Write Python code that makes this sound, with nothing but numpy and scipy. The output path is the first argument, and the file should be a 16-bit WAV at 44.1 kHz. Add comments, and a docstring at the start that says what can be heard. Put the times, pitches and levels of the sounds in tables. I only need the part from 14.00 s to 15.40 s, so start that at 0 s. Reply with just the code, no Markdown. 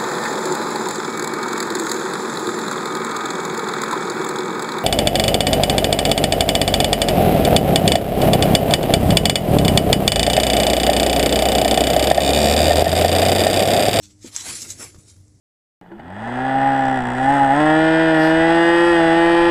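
"""A small, quiet room hums and hisses. Close by, a steel blade scrapes dry callus off a heel in short,
gritty strokes while gloved hands slide over the skin. The blade hand knocks against the heel, then
a hard flake breaks off with one loud snap. The foot shifts on the pad, and two bright strokes crack
off smaller flakes. The hands regrip with light taps, soft bumps and faint crinkles and ticks."""
import sys
import numpy as np
from scipy import signal
from scipy.fft import rfft, irfft, next_fast_len
from scipy.io import wavfile
from scipy.ndimage import map_coordinates

SR = 44100
rng = np.random.default_rng(int(sys.argv[2]) if len(sys.argv) > 2 else 0)


def generate_wav(signal):
    """Clip the signal to [-1, 1] and save it as 16-bit WAV at the path in sys.argv[1]."""
    frames = np.transpose(np.atleast_2d(signal))
    scaled = np.clip(frames, -1, 1) * 32767
    pcm = np.round(scaled).astype(np.int16)
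    wavfile.write(sys.argv[1], SR, pcm)


N = 61739

FLUTTER_DB, FLUTTER_PER_S = 1.2, 130  # fast level flicker on scrapes and gloves


def amp(db):
    """Decibels to gain."""
    return 10 ** (np.asarray(db) / 20)


def unit(x):
    """Scale to rms 1."""
    return x / np.sqrt(np.mean(x ** 2) + 1e-20)


def clock():
    """Time of each sample in seconds."""
    return np.arange(N) / SR


def wobble(knots_per_s):
    """A smooth random modulation curve."""
    return map_coordinates(rng.standard_normal(1024), [clock() * knots_per_s], mode="wrap")


def coloured(x, colour):
    """Shape x with a minimum-phase EQ through (freq_hz, gain_db) points, at rms 1."""
    size = 4096
    hz, db = np.transpose(colour)
    curve_db = np.interp(np.log(np.fft.rfftfreq(size, 1 / SR) + 1), np.log(hz), db)
    cepstrum = irfft(np.log(amp(curve_db)))
    cepstrum[1:size // 2] *= 2  # folding the cepstrum makes the filter causal
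    cepstrum[size // 2 + 1:] = 0
    impulse = irfft(np.exp(rfft(cepstrum)))
    return unit(irfft(rfft(x) * rfft(impulse, N), N))


def noise(colour):
    """Steady coloured noise at rms 1."""
    return coloured(rng.standard_normal(N), colour)


def friction(slips_per_s, spread_db, hiss_share):
    """Tiny slips of random size over a share of smooth hiss."""
    slips = (rng.random(N) < slips_per_s / SR) * np.sign(rng.standard_normal(N))
    sizes = amp(spread_db * np.minimum(rng.exponential(size=N), 4))
    return np.sqrt(1 - hiss_share) * unit(slips * sizes) + np.sqrt(hiss_share) * rng.standard_normal(N)


def patchy(x, depth_db):
    """Changing contact makes the colour uneven: patches of random gain drift through it, at rms 1."""
    patch_hz, patch_s = 265.6, 0.0504
    hz, t, spectrum = signal.stft(x, SR, nperseg=1024)
    grid = np.meshgrid(hz / patch_hz, t / patch_s, indexing="ij")
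    patches = map_coordinates(rng.standard_normal((256, 256)), grid, mode="wrap")
    return unit(signal.istft(spectrum * amp(depth_db * patches), SR, nperseg=1024)[1][:N])


def stroke(peak_s, rise_s, hold_s, fall_s):
    """Envelope of one movement: swell, hold, fade; rise and fall each span 20 dB."""
    t = clock() - peak_s
    return amp(-20 * (np.maximum(-t, 0) / rise_s + np.maximum(t - hold_s, 0) / fall_s))


def add(track, start_s, sound):
    """Mix a sound in at start_s."""
    part = track[int(start_s * SR):][:len(sound)]
    part += sound[:len(part)]


def room_tone():
    """A bed of wavering mains hum, low rumble and faint hiss."""
    # hum partials: pitch_hz, initial_level_db, drift_db_per_s
    partials = [(100.2, -56.5, -3), (200, -62.5, -11.5), (303.6, -59, -5)]
    # EQ of the rumble and of the airy hiss: freq_hz, gain_db
    rumble_colour = [(20, -19), (45, -4.5), (70, -1.5), (95, 5.5), (150, -9), (300, -12), (500, -19.5),
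                     (900, -29), (2500, -51)]
    air_colour = [(500, -2), (900, -13), (2100, -5), (2700, -14), (3600, -9), (5700, 2.5), (8000, 0),
                  (10800, -7.5), (11800, -33), (13500, -23)]
    waver_db, rumble_db, air_db = 2.5, -56.5, -67
    hum, t = np.zeros(N), clock()
    for pitch_hz, level_db, drift_db_per_s in partials:
        gain = amp(level_db + drift_db_per_s * t + waver_db * wobble(11.65))
        hum += gain * np.sqrt(2) * np.sin(2 * np.pi * (pitch_hz * t + rng.random()))
    return hum + amp(rumble_db) * noise(rumble_colour) + amp(air_db) * noise(air_colour)


def scrapes():
    """The edge catches on dry skin in dense slips and rings the blade; strokes vary in brightness."""
    # blade strokes: peak_s, rise_s, fall_s, level_db, treble_tilt_db_per_octave
    strokes = [(.036, 0.048, 0.08, -45, -4.5), (0.114, 0.035, 0.035, -53, -5),
               (0.23, 0.021, 0.076, -49, -3), (0.275, 0.064, 0.023, -40, -5),
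               (0.355, 0.025, 0.044, -32.5, -6), (0.405, 0.085, 0.046, -32, -4.5),
               (.488, .085, 0.12, -34.5, -10.5), (.565, 0.091, 0.21, -42.5, -8.5),
               (0.628, 0.065, 0.031, -29.5, 2.5), (0.705, 0.04, 0.044, -30, 3)]
    # EQ of steel on callus: freq_hz, gain_db
    scrape_colour = [(100, -44), (600, -37), (1000, -24), (1600, -22), (2200, -14), (3100, -13.5),
                     (3950, -6), (4600, -6), (5400, -4), (6600, -3), (7750, 2), (8900, -15), (10600, -11.5),
                     (11800, -22), (13800, -17.5)]
    pivot_hz, ring_db = 2600, -5
    out = np.zeros(N)
    for peak_s, rise_s, fall_s, level_db, tilt in strokes:
        colour = [(hz, db + tilt * np.log2(max(hz / pivot_hz, 1))) for hz, db in scrape_colour]
        skin, steel = (friction(slips_per_s=3000, spread_db=3, hiss_share=0.32) for _ in range(2))
        grit = coloured(skin, colour) + amp(ring_db) * blade_ring(steel)
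        out += amp(level_db) * stroke(peak_s, rise_s, 0, fall_s) * patchy(grit, depth_db=4)
    return out * amp(FLUTTER_DB * wobble(FLUTTER_PER_S))


def blade_ring(slips):
    """The steel, damped by the fingers, adds a few short rings that shift with each grip."""
    # blade resonances: pitch_hz, width_hz, level_db
    modes = [(5410, 160, 5), (5850, 73, 5), (6570, 150, 6.5), (6730, 90, 6.5), (7670, 380, 5)]
    grip_detune = np.exp(0.015 * rng.standard_normal())
    f = np.fft.rfftfreq(N, 1 / SR) * grip_detune
    rings = 0
    for k, (pitch_hz, width_hz, level_db) in enumerate(modes):
        resonance = 1j * f * width_hz / (pitch_hz ** 2 - f ** 2 + 1j * f * width_hz)
        rings += (-1) ** k * amp(level_db) * resonance
    return unit(irfft(rfft(slips) * rings, N))


def gloves():
    """Sliding gloves hiss; pressure adds a coarser, lower rub that judders as it sticks and slips."""
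    # glove slides: peak_s, rise_s, hold_s, fall_s, hiss_db, rub_db
    slides = [(0.28, 0.071, 0.012, 0.027, -50.5, -49.5), (0.331, 0.018, 0.095, 0.021, -43.5, -52.5),
              (0.466, 0.072, 0.043, 0.083, -33.5, -37.5), (0.548, 0.16, 0.023, 0.069, -35.5, -48),
              (0.645, 0.012, 0.0044, 0.031, -40.5, -43), (0.698, 0.078, 0.013, 0.11, -43.5, -54),
              (0.803, 0.049, 0.033, 0.078, -37.5, -41), (0.881, 0.022, 0.0064, .11, -48.5, -63.5),
              (0.989, 0.029, 0.0039, 0.38, -56.5, -65.5), (1.079, 0.024, 0.018, 0.087, -49.5, -64)]
    # EQ of the light hiss and of the pressed rub: freq_hz, gain_db
    hiss_colour = [(500, -24), (1400, -13), (2200, -9.5), (3000, -7), (4000, -3), (5600, 1.5), (7600, 5),
                   (8800, -0.5), (10900, 4), (11700, -16), (13400, -37), (14200, -38)]
    rub_colour = [(50, -4), (150, -3), (260, -0.5), (450, -1), (800, -2.5), (1400, -2.5), (1800, -2),
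                  (2200, 1.5), (3200, -10), (6000, -13)]
    pressure_power = 1.13  # the rub comes later and leaves sooner than the hiss
    judder_db, judder_per_s = 2, 300
    texture = dict(spread_db=2.5, hiss_share=0.69)
    hiss_energy, rub_energy = np.zeros((2, N))
    for *timing, hiss_db, rub_db in slides:
        envelope = stroke(*timing)
        hiss_energy += (envelope * amp(hiss_db)) ** 2
        rub_energy += (envelope ** pressure_power * amp(rub_db)) ** 2
    fine = coloured(friction(slips_per_s=5100, **texture), hiss_colour)
    judder = amp(judder_db * wobble(judder_per_s))
    coarse = coloured(judder * friction(slips_per_s=1200, **texture), rub_colour)
    hiss = np.sqrt(hiss_energy) * patchy(fine, depth_db=4)
    rub = np.sqrt(rub_energy) * patchy(coarse, depth_db=3)
    return (hiss + rub) * amp(FLUTTER_DB * wobble(FLUTTER_PER_S))


def heel_knock():
    """The blade hand knocks against the heel: a few hollow, quickly damped modes."""
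    # body of the knock: pitch_hz, level_db, t60_s
    modes = [(302, 0.5, 0.023), (535, -20, 0.053), (900, -31.5, 0.067)]
    start_s, gain_db, attack_s = 0.2438, -17.5, 0.0027
    out, t = np.zeros(N), clock()[:SR // 10]
    ring = sum(amp(db - 60 * t / t60_s) * np.sin(2 * np.pi * hz * t) for hz, db, t60_s in modes)
    attack = 1 - np.exp(-(t / attack_s) ** 2)
    add(out, start_s, amp(gain_db) * attack * ring)
    return out


def pad_bumps():
    """Flesh on the pad: a dull push that dies within a few cycles."""
    # soft bumps of hand and heel: start_s, level_db, pitch_hz, swell_s
    bumps = [(0.2552, -37, 257, 0.0075), (.272, -43, 199, 0.0047), (0.795, -36, 242, 0.005),
             (0.855, -45.5, 99.3, .014), (0.953, -36, 88, 0.0063), (0.981, -36.5, 116.5, 0.0048),
             (1.152, -45.5, 92.3, 0.022), (1.195, -45, 94, 0.012), (1.341, -49.5, 100.2, .011)]
    thud_gain = 0.33
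    out, t = np.zeros(N), clock()[:SR // 5]
    for start_s, level_db, hz, swell_s in bumps:
        thud = noise([(hz / 2, -14), (hz, 0), (1.85 * hz, -6), (3 * hz, -40)])[:len(t)]
        envelope = (t / swell_s * np.exp(1 - t / swell_s)) ** 2
        add(out, start_s, amp(level_db) * envelope * (np.sin(2 * np.pi * hz * t) + thud_gain * thud))
    return out


def snaps_and_crinkles():
    """Flake snaps, then faint regrip crinkles: each a sharp click, a broad crack and a crumbly tail."""
    # sharp snaps of flakes, then faint crinkles and ticks as the hands regrip: start_s, level_db
    hits = [(.2633, -31), (.3634, -7.5), (0.3739, -24.5), (0.6195, -19), (0.631, -21.5), (.7068, -23),
            (.988, -44), (1.165, -44), (1.281, -48)]
    # EQ of the crack and of the crumbly tail: freq_hz, gain_db
    crack_colour = [(300, -18), (700, -11), (1250, 1), (2600, -5), (3300, -8), (4200, -3), (5200, 6),
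                    (9500, -3), (10500, -7), (12600, -3), (14000, -12)]
    crumble_colour = [(200, -4), (650, -17.5), (1100, -6), (2400, -5), (3300, -6), (4200, -12), (5000, 4),
                      (6300, 7), (7400, 10), (8600, 2), (10000, -29), (12500, -10), (14000, -46)]
    click_hz, swell_s = 6650, 0.00031
    noise_db, crack_t60_s, crumble_t60_s = -15.5, 0.011, 0.033
    out, t = np.zeros(N), clock()[:SR // 20]
    click = (t / swell_s * np.exp(1 - t / swell_s)) ** 3 * np.sin(2 * np.pi * click_hz * t)
    for start_s, level_db in hits:
        crack = amp(noise_db - 60 * t / crack_t60_s) * noise(crack_colour)[:len(t)]
        crumble = amp(noise_db - 60 * t / crumble_t60_s) * noise(crumble_colour)[:len(t)]
        add(out, start_s, amp(level_db) * (click + crack + crumble))
    return out


def foot_shift():
    """A muffled rub as the foot moves on the pad."""
    # EQ of the foot on the pad: freq_hz, gain_db
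    pad_colour = [(50, -21.5), (100, 9.5), (160, -4), (260, -1), (400, -1.5), (650, -15), (1200, -28),
                  (3000, -53)]
    return amp(-49.5) * stroke(peak_s=0.5, rise_s=0.051, hold_s=0.18, fall_s=0.6) * noise(pad_colour)


def finger_taps():
    """Fingertips take a new grip, landing on the blade with a short, dull tick."""
    # light taps: peak_s, relative_level_db
    taps = [(.946, -38), (0.961, -43.5)]
    # EQ of a fingertip's tick: freq_hz, gain_db
    tap_colour = [(200, 12), (700, 0), (1300, -2.5), (2200, -9.5), (3200, -10), (6000, -3), (12000, -25)]
    return sum(amp(db) * stroke(peak_s, rise_s=0.0013, hold_s=0, fall_s=0.018) * noise(tap_colour) / 2
               for peak_s, db in taps)


def room_reverb(x):
    """Six early reflections off near surfaces and the short tail of a small room."""
    tail_db, t60_s = -17.5, 0.49
    walls_db, spread_s = -12.5, 0.012
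    t = clock()[:SR // 2]
    tail = rng.standard_normal(len(t)) * amp(-60 * t / t60_s) * (t > 0.004)
    delays_s = 0.001 + spread_s * rng.random(size=6)
    walls = np.bincount((SR * delays_s).astype(int), minlength=len(t))
    impulse = amp(tail_db) * tail / np.linalg.norm(tail) + amp(walls_db) * walls / np.linalg.norm(walls)
    return signal.fftconvolve(x, impulse)[:N]


def scene():
    """Blade and hands up close, with a little reverb, over the room tone; mono."""
    near = scrapes() + gloves() + snaps_and_crinkles() + finger_taps()
    near = near + heel_knock() + pad_bumps() + foot_shift()
    return (near + room_reverb(near) + room_tone())[None]


def record(dry):
    """The recorder's band limit: a steep low-pass on the top end."""
    cutoff_hz = 13900
    size = next_fast_len(N + SR // 10)
    hz = np.fft.rfftfreq(size, 1 / SR)
    lowpass = 1 / (1 + (hz / cutoff_hz) ** 120)
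    return irfft(rfft(dry, size) * lowpass, size)[:, :N]


dry = scene()
out = record(dry)
generate_wav(out)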